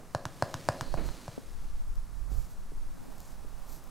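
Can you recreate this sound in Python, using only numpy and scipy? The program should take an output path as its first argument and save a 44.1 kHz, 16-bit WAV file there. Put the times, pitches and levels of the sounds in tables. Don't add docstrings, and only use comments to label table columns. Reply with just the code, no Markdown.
import sys
import numpy as np
from scipy import signal
from scipy.fft import rfft, irfft
from scipy.io import wavfile

SR = 44100
rng = np.random.default_rng(int(sys.argv[2]) if len(sys.argv) > 2 else 0)


def waveform_to_disk(signal):
    frames = np.transpose(np.atleast_2d(signal))
    scaled = np.clip(frames, -1, 1) * 32767
    samples = np.round(scaled).astype(np.int16)
    wavfile.write(sys.argv[1], SR, samples)


N = 171990


def amp(db):
    return 10 ** (np.asarray(db) / 20)


def unit_rms(x):
    return x / np.sqrt(np.mean(x ** 2) + 1e-20)


def at_frequency(points, hz):
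    f, value = np.transpose(points)
    return np.interp(np.log(hz + 1), np.log(f + 1), value)


def envelope(points):
    times, db = np.transpose(points)
    return amp(np.interp(np.arange(N) / SR, times, db, left=-200, right=-200))


def add(mix, start, sound):
    part = mix[..., max(round(start * SR), 0):][..., :sound.shape[-1]]
    part += sound[..., :part.shape[-1]]


def shaped(x, spectrum):
    n = x.shape[-1]
    return irfft(rfft(x) * amp(at_frequency(spectrum, np.fft.rfftfreq(n, 1 / SR))), n)


def impulse(spectrum, size=4096):
    log_gain = np.log(amp(at_frequency(spectrum, abs(np.fft.fftfreq(size, 1 / SR)))))
    response = np.exp(np.conj(signal.hilbert(log_gain)))
    pulse = np.fft.ifft(response).real[:size // 2]
    return pulse / abs(pulse).max()


def mode(hz, bandwidth_hz):
    t = np.arange(SR // 5) / SR
    ring = np.exp(-np.pi * bandwidth_hz * t) * np.sin(2 * np.pi * hz * t)
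    return ring / abs(ring).max()


def shot_noise(events_per_s=5000):
    return rng.standard_normal(N) * (rng.random(N) < events_per_s / SR)


def grainy_noise(spectrum):
    return unit_rms(shaped(shot_noise(), spectrum))


# (t/s, jar level/dB, thump level/dB, tick level/dB, tick f/Hz, contact cutoff f/Hz)
NEAR_KNOCKS = [(.1488, -16, -27, -23.5, 4200, 5950), (.4240, -12.5, -25.5, -22.5, 5000, 5100),
               (.6878, -11.5, -25.5, -20.5, 5330, 5760), (.9411, -21, -29, -32.5, 4900, 1200),
               (1.2801, -29, -32.5, -36.5, 4490, 1580)]
FAR_KNOCKS = [(.2543, -16.5, -30, -40.5, 3770, 9500), (.5419, -17.5, -30, -38, 4030, 9450),
              (.8101, -15, -31, -35.5, 3660, 9500), (1.0893, -28, -38.5, -41, 3970, 3000)]
# (f/Hz, level/dB)
NEAR_SPECTRUM = [(80, -34.5), (200, -7), (260, -1.5), (350, -7), (420, -14), (560, 3), (780, -1.5),
                 (1000, -2), (1350, -13), (1650, -8), (2350, -34.5), (3200, -28), (8500, -32.5),
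                 (15000, -65)]
FAR_SPECTRUM = [(80, -35.5), (200, -10.5), (300, 2.5), (420, -15), (700, -4.5), (950, 3), (1300, -3.5),
                (1650, -2.5), (2100, -17), (6500, -13.5), (15000, -48)]
# (f/Hz, level/dB re the knock, T60/s)
LINGERING_MODES = [(259.4, -31.5, 0.27), (584, -59, 0.16), (646, -33, 0.11), (777, -36.5, 0.27)]
# (ratio to the tick frequency, level/dB, bandwidth/Hz)
HANDLE_MODES = [(1, 0, 1250), (1.68, -6, 900), (2.4, -19, 1200)]
# (f/Hz, level/dB)
CHATTER_SPECTRUM = [(500, -20), (2500, -2), (6000, 0), (15000, 2)]


def jar_knocks(knocks, jar_spectrum, chatter_re_tick_db, chatter_decay_s):
    thump_hz, thump_peak_s = 120.2, 0.0061
    tick_lag_s, thump_lag_s = 0.0003, 0.0023
    out, t = np.zeros(N), np.arange(SR // 10) / SR
    jar = impulse(jar_spectrum)
    linger = sum(amp(db) * mode(hz, np.log(1000) / np.pi / t60) for hz, db, t60 in LINGERING_MODES)
    rise = t / thump_peak_s
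    thump = (rise * np.exp(1 - rise)) ** 2 * np.sin(2 * np.pi * thump_hz * t)
    for start, jar_db, thump_db, tick_db, tick_hz, cutoff_hz in knocks:
        tick = sum((-1) ** i * amp(db) * mode(tick_hz * ratio, bandwidth)
                   for i, (ratio, db, bandwidth) in enumerate(HANDLE_MODES))
        chatter = unit_rms(shaped(rng.standard_normal(len(t)), CHATTER_SPECTRUM))
        chatter *= np.exp(-t / chatter_decay_s)
        contact = signal.butter(2, cutoff_hz, fs=SR)
        add(out, start, amp(jar_db) * signal.lfilter(*contact, jar))
        add(out, start, amp(jar_db) * linger)
        add(out, start, amp(tick_db + chatter_re_tick_db) * signal.lfilter(*contact, chatter))
        add(out, start + tick_lag_s, amp(tick_db) * tick)
        add(out, start + thump_lag_s, amp(thump_db) * thump)
    return out


# (t/s, duration/s, level/dB, treble gain/dB)
BRUSH_STROKES = [(1.033, 0.096, -54, -5), (2.29, 0.2, -60.5, -1), (2.472, 0.085, -62.5, 1),
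                 (3.176, 0.19, -61.5, -5), (3.66, .145, -57.5, 3.5)]
# (f/Hz, level/dB)
BRISTLE_SPECTRUM = [(900, -7), (2600, -16), (4300, -3), (7200, 0), (10000, -9), (11800, -1), (13600, -4),
                    (16000, -15)]
# (f/Hz, level/dB)
BRISTLE_FLICKS = [(1.956, -41), (3.1824, -38.5), (3.204, -33.5), (3.841, -41), (3.8745, -44)]
FLICK_SPECTRUM = [(2500, -18), (7500, -1), (10000, -19), (12500, 2), (16000, -21)]


def brush_strokes(rise_s=0.039, fall_s=0.049, treble_hz=10500):
    out, t = np.zeros(N), np.arange(N) / SR
    friction = grainy_noise(BRISTLE_SPECTRUM)
    treble = signal.sosfiltfilt(signal.butter(3, treble_hz, "high", fs=SR, output="sos"), friction)
    for start, duration, db, treble_db in BRUSH_STROKES:
        pressure = np.clip(np.minimum((t - start) / rise_s, (start + duration - t) / fall_s), 0, 1)
        out += amp(db) * pressure * (friction + (amp(treble_db) - 1) * treble)
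    flick = impulse(FLICK_SPECTRUM)
    for start, db in BRISTLE_FLICKS:
        add(out, start, amp(db) * flick)
    return out


# (f/Hz, level/dB)
TAIL_AND_SLOSH_LEVELS = [(0, -51.5), (.15, -63.5), (.75, -52.5), (.968, -58), (.976, -36.5), (1.03, -44.5),
                         (1.12, -52), (1.4, -60)]
TAIL_AND_SLOSH_SPECTRUM = [(60, -11), (150, -3), (270, -2.5), (500, -6.5), (1000, -14.5), (1450, -18),
                           (2400, -24.5), (6000, -58)]


def knock_tail_and_slosh():
    return envelope(TAIL_AND_SLOSH_LEVELS) * grainy_noise(TAIL_AND_SLOSH_SPECTRUM)


# (f/Hz, level/dB)
SLEEVE_LEVELS = [(0, -71), (.2, -67), (.4, -57), (.62, -52.5), (.78, -54.5), (.9, -56.5), (1.0, -56),
                 (1.07, -54), (1.15, -55), (1.3, -56), (1.42, -61), (1.8, -66.5)]
SLEEVE_SPECTRUM = [(100, 13), (600, 5), (1600, 4), (2900, 3.5), (6000, 2), (10000, -3), (15500, -10.5)]
# (t/s, level/dB)
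HISS_LEVELS = [(.68, -77), (.85, -60), (1.05, -61.5), (1.25, -67.5), (1.36, -69)]


def sleeve_rustle(hiss_hz=4405, bandwidth_hz=580, fall_hz_per_s=480):
    since_onset = np.arange(N) / SR - HISS_LEVELS[0][0]
    centre_hz = hiss_hz - fall_hz_per_s * since_onset
    lowpass = signal.butter(2, bandwidth_hz / 2, fs=SR)
    baseband = signal.lfilter(*lowpass, shot_noise() + 1j * shot_noise())
    hiss = (baseband * np.exp(2j * np.pi * np.cumsum(centre_hz) / SR)).real
    rustle = envelope(SLEEVE_LEVELS) * grainy_noise(SLEEVE_SPECTRUM)
    return rustle + envelope(HISS_LEVELS) * unit_rms(hiss)


# (t/s, level/dB, f/Hz, microphone mount level/dB)
EASEL_BUMPS = [(0.972, -31, 676, -49), (1.3784, -29.5, 523, -32), (2.317, -34, 216, -47),
               (2.719, -39, 412, -46), (3.448, -39.5, 440, -46)]


def easel_bumps(bandwidth_hz=210):
    out, force = np.zeros(N), signal.windows.hann(36)
    for start, db, hz, _ in EASEL_BUMPS:
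        add(out, start, amp(db) * np.convolve(mode(hz, bandwidth_hz), force / force.sum()))
    return out


# (t/s, level/dB)
MOUNT_RESONANCES = [(260, 3.5, 37), (815, -9.5, 150)]
MOUNT_RUB_LEVELS = [(2.65, -67), (3.05, -48), (3.3, -69), (3.9, -70.5)]


def mount_vibration():
    ring = sum(amp(db) * mode(hz, bandwidth) for hz, db, bandwidth in MOUNT_RESONANCES)
    rubbing = signal.fftconvolve(shot_noise(), ring)[:N]
    sway = envelope(MOUNT_RUB_LEVELS) * unit_rms(rubbing)
    for start, *_, mount_db in EASEL_BUMPS:
        add(sway, start, amp(mount_db) * ring)
    return np.array([sway, -sway])


# (peak t/s, half-width/s, left level/dB, right level/dB, swing f/Hz)
PRESSURE_BUFFETS = [(.95, 0.057, -59, -27.5, 26), (1.05, 0.049, -52, -27, 45.6),
                    (1.64, 0.059, -30, -32.5, 25), (1.78, 0.038, -29.5, -29.5, 12.5),
                    (1.951, 0.057, -28.5, -28, 28), (2.21, 0.06, -48, -30.5, 42.6),
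                    (2.368, 0.044, -41, -24, 45), (2.77, 0.12, -32, -32.5, 18.1),
                    (3.42, 0.26, -49.5, -36, 27.6)]
# (f/Hz, level/dB)
BUFFET_SPECTRUM = [(8, -6), (28, -1), (45, -13.5), (72, -20), (140, -41.5), (400, -49.5), (3000, -120)]


def buffet_rumble(reference_hz=30):
    out, t = np.zeros((2, N)), np.arange(N) / SR
    for peak_s, width_s, left_db, right_db, swing_hz in PRESSURE_BUFFETS:
        spectrum = [(hz * swing_hz / reference_hz, db) for hz, db in BUFFET_SPECTRUM]
        swings = shaped(rng.standard_normal((2, N)), spectrum)
        swell = 1 / np.cosh((t - peak_s) / width_s)
        swell_rms = np.sqrt(np.mean(swell ** 2))
        for channel, db, swing in zip(out, (left_db, right_db), swings):
            channel += amp(db) * swell_rms * unit_rms(swell * swing)
    return out


# (f/Hz, level/dB)
MIDRANGE_LEVELS = [(2.28, -67), (2.32, -55), (2.75, -75), (3.0, -58.5), (3.12, -55.5), (3.45, -61),
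                   (3.65, -56), (4, -59)]
MIDRANGE_SPECTRUM = [(170, 6.5), (350, -1.5), (800, 2), (1100, -3), (2000, -14.5), (15000, -19)]


def midrange_noise():
    return envelope(MIDRANGE_LEVELS) * grainy_noise(MIDRANGE_SPECTRUM)


# (t/s, level/dB)
REVERB_TIMES = [(100, 2), (500, 0.76), (1500, 0.33), (12000, 0.3)]
REVERB_SPECTRUM = [(100, -23.5), (450, -10), (950, -15), (1700, -9), (4000, -9), (12000, -15)]
EARLY_REFLECTIONS = [(0.0115, -20)]


def reverberation(source, build_s=0.0041):
    hz, t, bands = signal.stft(rng.standard_normal(SR), SR, nperseg=256)
    decay = amp(-60 * t / at_frequency(REVERB_TIMES, hz)[:, None])
    _, tail = signal.istft(bands * decay, SR, nperseg=256)
    tail *= np.minimum(np.arange(len(tail)) / SR / build_s, 1)
    response = shaped(tail / np.linalg.norm(tail), REVERB_SPECTRUM)[:SR // 2]
    for delay, db in EARLY_REFLECTIONS:
        add(response, delay, amp([db]))
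    return signal.fftconvolve(source, response)[:N]


# (f/Hz, coefficient 0-1)
AMBIENT_SPECTRUM = [(15, 16.98), (50, 2.7), (100, 1), (175, 0), (230, -4), (420, -11), (800, -11),
                    (1150, -10), (2000, -19), (3200, -24), (5200, -21), (10000, -23), (15500, -31)]
AMBIENT_CORRELATION = [(50, .3), (200, .85), (1000, .96), (3000, .88), (14000, .85)]


def room_tone(noise_db=-50, hum_db=-73, hum_hz=177.5, hum_bandwidth_hz=3.4):
    correlation = at_frequency(AMBIENT_CORRELATION, np.fft.rfftfreq(N, 1 / SR))
    mid, side = rfft(rng.standard_normal((2, N)))
    mid, side = mid * np.sqrt(1 + correlation), side * np.sqrt(1 - correlation)
    noise = shaped(irfft([mid + side, mid - side], N), AMBIENT_SPECTRUM)
    hum = signal.fftconvolve(rng.standard_normal(N), mode(hum_hz, hum_bandwidth_hz))[:N]
    return amp(noise_db) * unit_rms(noise) + amp(hum_db) * unit_rms(hum)


def scene():
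    hard = jar_knocks(NEAR_KNOCKS, NEAR_SPECTRUM, chatter_re_tick_db=-1.5, chatter_decay_s=0.0018)
    light = jar_knocks(FAR_KNOCKS, FAR_SPECTRUM, chatter_re_tick_db=3, chatter_decay_s=0.0029)
    impacts = hard + light + easel_bumps()
    centre = impacts + brush_strokes() + midrange_noise() + knock_tail_and_slosh() + sleeve_rustle()
    return centre + mount_vibration() + buffet_rumble() + reverberation(impacts) + room_tone()


def record(dry):
    cutoff_hz = 15850
    lowpass = signal.firwin(511, cutoff_hz, window=("kaiser", 9), fs=SR)
    return signal.oaconvolve(dry, lowpass[None], "same")


dry = scene()
out = record(dry)
waveform_to_disk(out)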